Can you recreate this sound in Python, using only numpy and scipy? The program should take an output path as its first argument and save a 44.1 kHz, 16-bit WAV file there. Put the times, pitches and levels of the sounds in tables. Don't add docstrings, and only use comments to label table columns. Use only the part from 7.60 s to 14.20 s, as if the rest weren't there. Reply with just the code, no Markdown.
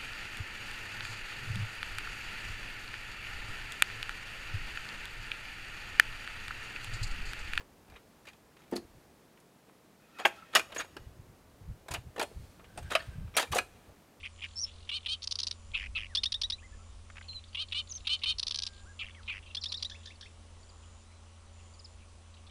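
import sys
import numpy as np
from scipy import signal
from scipy.fft import rfft, irfft, next_fast_len
from scipy.io import wavfile
from scipy.ndimage import uniform_filter1d, map_coordinates

SR = 44100
rng = np.random.default_rng(int(sys.argv[2]) if len(sys.argv) > 2 else 0)


def volts(x):
    e = np.asarray(x, float) / 20
    return 10 ** e


def store_wav(level_fs):
    pcm = np.round(np.clip(np.atleast_2d(level_fs), -1, 1) * 32767)
    wavfile.write(sys.argv[1], SR, pcm.T.astype(np.int16))


N = 291060

# f/Hz, density/dB per Hz
FIELD_COLOUR = [(12, -49), (20, -25), (182, 0), (513, -5), (873, -9.5), (3160, -20), (13900, -26.5),
                (16000, -30)]
# t/s, level/dB
BREEZE = [(0, -65), (.4, -69), (1, -76), (1.3, -60.5), (1.9, -84.5), (2.95, -71), (3.05, -63.5),
          (3.9, -67.5), (5.3, -56.5), (6.1, -61), (6.6, -74)]
# f/Hz, density/dB per Hz
RUMBLE_COLOUR = [(12, -39), (20, -5.5), (65, 1), (103, 0), (171, -11), (248, -21.5), (460, -57),
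                 (880, -120)]
# t/s, peak level/dB, f/Hz
EDDIES = [(0.13, -60, 70), (0.31, -45, 95), (1.342, -59, 95), (3.412, -40, 59.2), (3.469, -34.5, 76),
          (3.598, -38, 82), (3.696, -45, 95), (3.878, -50.5, 54.5), (4.018, -38, 56.1),
          (4.069, -41.5, 56.6), (4.098, -28.5, 99.5), (4.312, -33, 115), (4.366, -40, 89.4),
          (4.384, -40.5, 59.4), (4.458, -48, 115), (4.47, -37, 75.6), (4.77, -30.5, 58), (4.794, -33.5, 88),
          (5.065, -44, 73.7), (5.191, -36.5, 107), (5.223, -34, 93), (5.263, -36, 75.4), (5.489, -33, 85),
          (5.561, -30, 80), (5.597, -28.5, 85), (5.632, -30.5, 57), (5.675, -37, 58), (5.896, -40, 56.5),
          (5.912, -31.5, 128), (6.288, -46.5, 67.3)]
# f/Hz, width/Hz, level/dB
TUBE_MODES = [(747, 284, 2), (1287, 32, -5.5), (1750, 150, 4.5), (2427, 150, 12.5), (3310, 38, -13),
              (3800, 74, 8), (4690, 200, 12), (4770, 50, -41), (6700, 50, 19), (8420, 80, -23)]
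# f/Hz, level/dB
METAL_COLOUR = [(60, -71), (150, -13), (300, -2), (500, 3.5), (4000, -6.5), (8000, -3.5), (12000, -8),
                (17000, -20.5)]
# t/s,
# level/dB, body/dB, edge/dB
TOUCHES = [(0.005, -48.5, 5.5, -16), (0.298, -57.5, -26, -7), (0.36, -47.5, -9, -24), (0.675, -46, -7, -29),
           (0.73, -55, -4, -13), (0.965, -55.5, -11, -14), (1.003, -59, -13, -13), (1.112, -53, -7, -6),
           (1.124, -34, 23, -10), (1.131, -37, 11.5, -16), (1.165, -49.5, 10, 14), (1.772, -57.5, -1, -22),
           (1.8, -62, -7, 8), (2.087, -56, 7, -25), (2.592, -39, 7, -12), (2.76, -58, -11, -7),
           (2.797, -61, -5, -12), (3.12, -41, -6, -18), (3.129, -46, -2, -23), (3.245, -46.5, 5, -10),
           (4.26, -54, 17.5, -22), (4.337, -33, -3, -1.5), (4.714, -47, 18, -16), (4.994, -51, 3, -28),
           (5.041, -52.5, -7, -23), (5.159, -53, 18, -12), (5.226, -52, 6, 0), (5.314, -29.5, -3, -21),
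           (5.673, -56, -2, -37), (6.29, -54, 22, -11)]
# start t/s, length/s, level/dB, body/dB, edge/dB
RATTLES = [(0.275, 0.1, -52.5, 1, -22), (0.646, 0.064, -50, -21, -9.5), (0.971, 0.19, -59, -21, -14),
           (1.152, 0.022, -43, 5, 0.5), (2.585, 0.036, -38.5, 0.5, -19), (2.66, 0.021, -46, -9, 9),
           (2.929, 0.023, -40.5, -3.5, -21), (2.964, .03, -34.5, 9.5, -0.5), (2.988, 0.021, -49, 21, -12.5),
           (3.095, 0.016, -53.5, 5, -17), (3.145, 0.031, -45, 1, 3), (3.181, 0.038, -34.5, -7, -12),
           (4.305, 0.02, -39.5, 2, -1.5), (4.337, 0.034, -41.5, -1, -17), (4.561, .085, -31.5, 6.5, -15),
           (5.178, .015, -46.5, 11, -2), (5.299, 0.051, -33.5, -7, -14), (5.358, 0.078, -42, -8.5, -28),
           (5.739, 0.031, -44, -1, -20.5), (5.801, .03, -35, -8, -8), (5.821, 0.023, -41, 1, -25),
           (5.914, .02, -35.5, -4.5, -10), (5.942, .045, -27.5, 3.5, -1), (5.987, 0.019, -44, 26, -14)]
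# t/s, peak level/dB, f/Hz, t60/s
FREE_RINGS = [(1.113, -46, 14400, 0.0092), (4.312, -39.5, 7140, 0.029), (5.175, -39, 8650, 0.025),
              (5.227, -57, 6360, 0.045), (1.167, -23, 5150, 0.0045), (1.165, -24.5, 4360, 0.011),
              (2.796, -51.5, 1370, .05), (2.823, -41, 1326, .05), (2.598, -46.5, 6800, 0.068),
              (2.655, -29.5, 6695, 0.0393), (2.988, -25, 2447, 0.098), (2.978, -49, 6760, .05),
              (3.18, -32.5, 6660, 0.059), (5.33, -41, 3190, 0.12), (5.395, -44.5, 4410, 0.099),
              (5.746, -48, 5630, 0.1), (5.861, -51, 2360, .12), (5.919, -36.5, 6080, 0.087),
              (5.992, -35, 2507, 0.067)]
# t/s, peak level/dB
KNOCKS = [
    (1.123, -24.5),
    (1.134, -30.5),
    (1.147, -40),
    (1.157, -31),
    (1.177, -37),
    (1.198, -45),
    (1.224, -48),
    (1.248, -50.5),
]
# f/Hz, width/Hz, level/dB
BOARD_MODES = [(212, 23, -0.5), (250, 20, 6), (342, 29, 9.5), (460, 87, -0.5), (680, 54, 3),
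               (1110, 170, -15)]
# t/s, level/dB
SLIDES = [
    [(2.4, -71), (2.498, -67), (2.654, -49.5), (2.824, -61), (2.95, -61.5)],
    [(4.64, -62), (4.78, -68), (4.9, -66.5), (5.05, -81)],
    [(5.05, -71.5), (5.354, -53), (5.5, -59.5), (5.68, -73), (5.76, -74)],
]
# f/Hz, width/Hz, level/dB
RUBBED_MODES = [
    [(1332, 110, -1), (1830, 87, -6.5), (2520, 130, -5.5), (2200, 4000, -2)],
    [(4320, 120, -6), (8650, 4800, 1.5), (2960, 6600, 7)],
    [(8440, 1000, -11), (1580, 150, -2.2), (3230, 130, -17), (1780, 3500, -0.5)],
]
# t/s, level/dB, body below 1 kHz/dB, edge above 4 kHz/dB, loudest ring f/Hz
STRIKES = [(2.65, -17.5, -8, -42, 1600), (2.654, -23, 8.5, -1, 847), (2.661, -30.5, -1.5, -17, 2460),
           (2.9505, -20.5, -15, -6.5, 1290), (2.955, -17.5, -13.5, -14, 1790),
           (2.966, -25.5, -5, -7.5, 4330), (2.993, -31.5, -4, -8.5, 1500), (3.162, -36, -4, -42, 4570),
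           (3.366, -40.5, 10, -10, 1620), (4.283, -42.5, 8, -6, 1700), (4.346, -35.5, -11, -20, 1040),
           (4.58, -42, 15, -11, 1790), (4.595, -33, 4, -6, 1466), (4.613, -30, 5, -11.5, 1760),
           (4.626, -33.5, 8, -5, 8800), (5.175, -40.5, 3.5, -13.5, 780), (5.351, -19.5, -2.5, -14.5, 662),
           (5.7665, -24, -6, -2.5, 2680), (5.772, -24, -10, -0.5, 4210), (5.781, -24, -9, -9.5, 1580),
           (5.795, -27.5, -8.5, -8, 3200), (5.826, -34.5, 0, -9, 5960), (5.93, -30, 1, -16, 1170),
           (5.983, -23, -11, -10.5, 1630)]
# f/Hz, t60/s
YARD_DECAY = [(300, 0.22), (2500, 0.15), (10000, 0.21)]


def unit(x):
    return x / np.sqrt(np.mean(x ** 2) + 1e-20)


def along(points, hz):
    f, v = np.transpose(points)
    return np.interp(np.log(hz + 1), np.log(f + 1), v)


def level(rows):
    s, db = np.transpose(rows)
    return volts(np.interp(np.arange(N) / SR, s, db, left=-140, right=-140))


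def wobble(rate):
    knots = rng.standard_normal(int(N * rate / SR) + 4)
    return map_coordinates(knots, [np.arange(N) * rate / SR])


def resonance(f, hz, width_hz):
    return 1j * f * width_hz / (hz * hz - f * f + 1j * f * width_hz)


def noise(response):
    m = next_fast_len(N + 8192)
    spectrum = rfft(rng.standard_normal(m)) * response(np.fft.rfftfreq(m, 1 / SR))
    return unit(irfft(spectrum, m)[:N])


def place(times, sounds):
    at = np.round(np.asarray(times) * SR).astype(int)[:, None] + np.arange(sounds.shape[1])
    return np.bincount(at.ravel(), sounds.ravel(), N + SR)[:N]


def countryside():
    breeze = unit(level(BREEZE)) ** 0.055
    return volts(-61 + 0.2 * wobble(4.6)) * breeze * noise(lambda f: volts(along(FIELD_COLOUR, f)))


def wind():
    s, peak_db, hz = np.transpose(EDDIES)[:, :, None]
    since = np.arange(-SR // 8, SR // 8) / SR
    rise_s, fall_s = 0.013, 0.039
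    stir = volts(peak_db - 13.5) * np.exp(-(since / np.where(since < 0, rise_s, fall_s)) ** 2)
    strength = level(BREEZE) + place(s[:, 0] - since[-1], stir)
    rumble = unit(volts(1.9 * wobble(40)) * noise(lambda f: volts(along(RUMBLE_COLOUR, f))))
    turns = np.arange(SR // 10) / SR * hz
    bumps = volts(peak_db - 7.5) * np.sin(2 * np.pi * turns) * np.exp(-((turns - .9) / 0.5) ** 2)
    return strength * rumble + place(s[:, 0] - .008, bumps)


def contacts(rows, ring_db, own_db, clump_db, attack, gain_db, pin_db):
    s, peak_db, body_db, edge_db, own_hz, t60 = np.transpose(rows)[:, :, None]
    size, lead = 4096, 128
    t, f = np.arange(size) / SR, np.fft.rfftfreq(size, 1 / SR)
    chance = rng.standard_normal((len(rows), 2, size))
    clumps = volts(clump_db * unit(uniform_filter1d(chance[:, 1], size=50)))
    impacts = chance[:, 0] * clumps

    def fade(share):
        fall = volts(-60 * (t / np.clip(share * t60, .004, .2)) ** 1.09)
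        return fall * (1 - np.exp(-t / attack))

    hz, width_hz, db = np.transpose(TUBE_MODES)[:, :, None]
    modes = volts(0.26 * db) * resonance(f, hz, np.clip(width_hz, 60, 300))
    grip = rng.normal(0, 1, (len(rows), len(TUBE_MODES)))
    ring = volts(ring_db) * grip @ modes
    ring = ring + volts(own_db) * resonance(f, own_hz, 80 + .03 * own_hz)
    pins = rng.uniform(0, 1, (len(rows), 16))[:, :, None]
    for k in range(8):
        pin_hz = 2600 * 4.6 ** pins[:, k]
        ring = ring + volts(pin_db + 10.5 * pins[:, k + 8]) * resonance(f, pin_hz, 153.3)

    low, high = 1 / (1 + (f / 1000) ** 4), 1 - 1 / (1 + (f / 4300) ** 6)
    colour = volts(along(METAL_COLOUR, f) + low * (body_db - 0.5) + high * (edge_db + 1.0))
    spray = (1 - high) * rfft(impacts * fade(1.68)) + high * rfft(impacts * fade(1.0))
    delay = np.exp(-2j * np.pi * f * lead / SR)
    sound = irfft(spray * colour * (1 + ring) * delay, size)
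    loud = np.sqrt(np.abs(uniform_filter1d(sound ** 2, size=250)).max(1, keepdims=True))
    return place(s[:, 0] - lead / SR, volts(peak_db + gain_db) * sound / loud)


def with_ring(rows, t60):
    hz = np.transpose(TUBE_MODES)[0][rng.integers(1, 9, len(rows))]
    return np.column_stack([rows, hz, np.full(len(rows), t60)])


def touches():
    return contacts(with_ring(TOUCHES, t60=0.043), ring_db=-2.5, own_db=3.0, clump_db=2,
                    attack=.0015, gain_db=-3.0, pin_db=-11.5)


def rattles(count=5):
    s, length, db, body_db, edge_db = np.transpose(RATTLES)[:, :, None]
    chance = rng.standard_normal((len(s), count, 4))
    way = np.abs(np.arange(count) + .25 * np.clip(chance[..., 0], -2, 2)) / count
    swell_db, fall_db, scatter_db, tone_scatter_db = 9.5, 7, 2, 3.5
    size_db = db - swell_db * (2 * way - 1) ** 2 - fall_db * way + scatter_db * chance[..., 1]
    body = body_db + tone_scatter_db * chance[..., 2]
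    edge = edge_db + tone_scatter_db * chance[..., 3]
    rows = np.reshape([s + length * way, size_db, body, edge], (4, -1)).T
    return contacts(with_ring(rows, t60=0.048), ring_db=3.5, own_db=5, clump_db=-0.5,
                    attack=0.00072, gain_db=0.0, pin_db=-8)


def rings():
    s, peak_db, hz, t60 = np.transpose(FREE_RINGS)[:, :, None]
    t = np.arange(SR // 5) / SR
    unrest = unit(uniform_filter1d(rng.standard_normal((len(s), len(t))), size=250))
    tone = np.sin(2 * np.pi * hz * t + 0.26 * unrest) * volts(5.2 * unrest[:, ::-1])
    envelope = volts(peak_db - 60 * t / t60) * (1 - np.exp(-t / (0.042 * t60)))
    return place(s[:, 0], envelope * tone)


def knocks():
    s, peak_db = np.transpose(KNOCKS)[:, :, None]
    size = 8192
    t, f = np.arange(size) / SR, np.fft.rfftfreq(size, 1 / SR)
    blows = (3.8 + rng.standard_normal((len(s), size))) * volts(-60 * t / 0.019)
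    wood = 0
    for k, (hz, width_hz, db) in enumerate(BOARD_MODES):
        wood = wood + (-1) ** k * volts(db) * resonance(f, hz, width_hz)
    padding = 1 / (1 + 1j * f / 1500) ** 2
    sound = irfft(rfft(blows) * wood * padding, size)
    return place(s[:, 0], volts(peak_db) * sound / np.abs(sound).max(1, keepdims=True))


def rubbed_mode(hz, width_hz, db):
    unrest_db = 4 if width_hz < 500 else 1.5
    return volts(db + unrest_db * wobble(30)) * noise(lambda f: resonance(f, hz, width_hz) ** 2)


def slide():
    total = np.zeros(N)
    for rows, modes in zip(SLIDES, RUBBED_MODES):
        friction = unit(sum(rubbed_mode(*mode) for mode in modes))
        total += volts(-1) * level(rows) * friction
    return total


def strikes():
    rows = np.column_stack([STRIKES, np.full(len(STRIKES), 0.031)])
    return contacts(rows, ring_db=4.0, own_db=9.5, clump_db=2.0, attack=0.00099, gain_db=0.42, pin_db=-2)


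def yard(x):
    hz, t, z = signal.stft(rng.standard_normal(SR // 2), SR, nperseg=256)
    near = volts(-60 * t / along(YARD_DECAY, hz)[:, None])
    trees = volts(-27.5 - 60 * t / 3)
    tail = signal.istft(z * (near + trees), SR, nperseg=256)[1]
    delayed = np.pad(x, (300, 0))
    return signal.fftconvolve(delayed, tail / np.linalg.norm(tail))[:N]


def scene():
    ladder = touches() + rattles() + rings() + knocks() + strikes()
    return (countryside() + wind() + ladder + slide() + volts(-15.5) * yard(ladder))[None]


def low_pass(x):
    return signal.sosfilt(signal.butter(12, 16470, fs=SR, output="sos"), x)


def record(dry):
    band_limit = signal.cheby2(12, 50, 16550, fs=SR, output="sos")
    mix = signal.sosfilt(band_limit, dry)
    return low_pass(mix)


dry = scene()
out = record(dry)
store_wav(out)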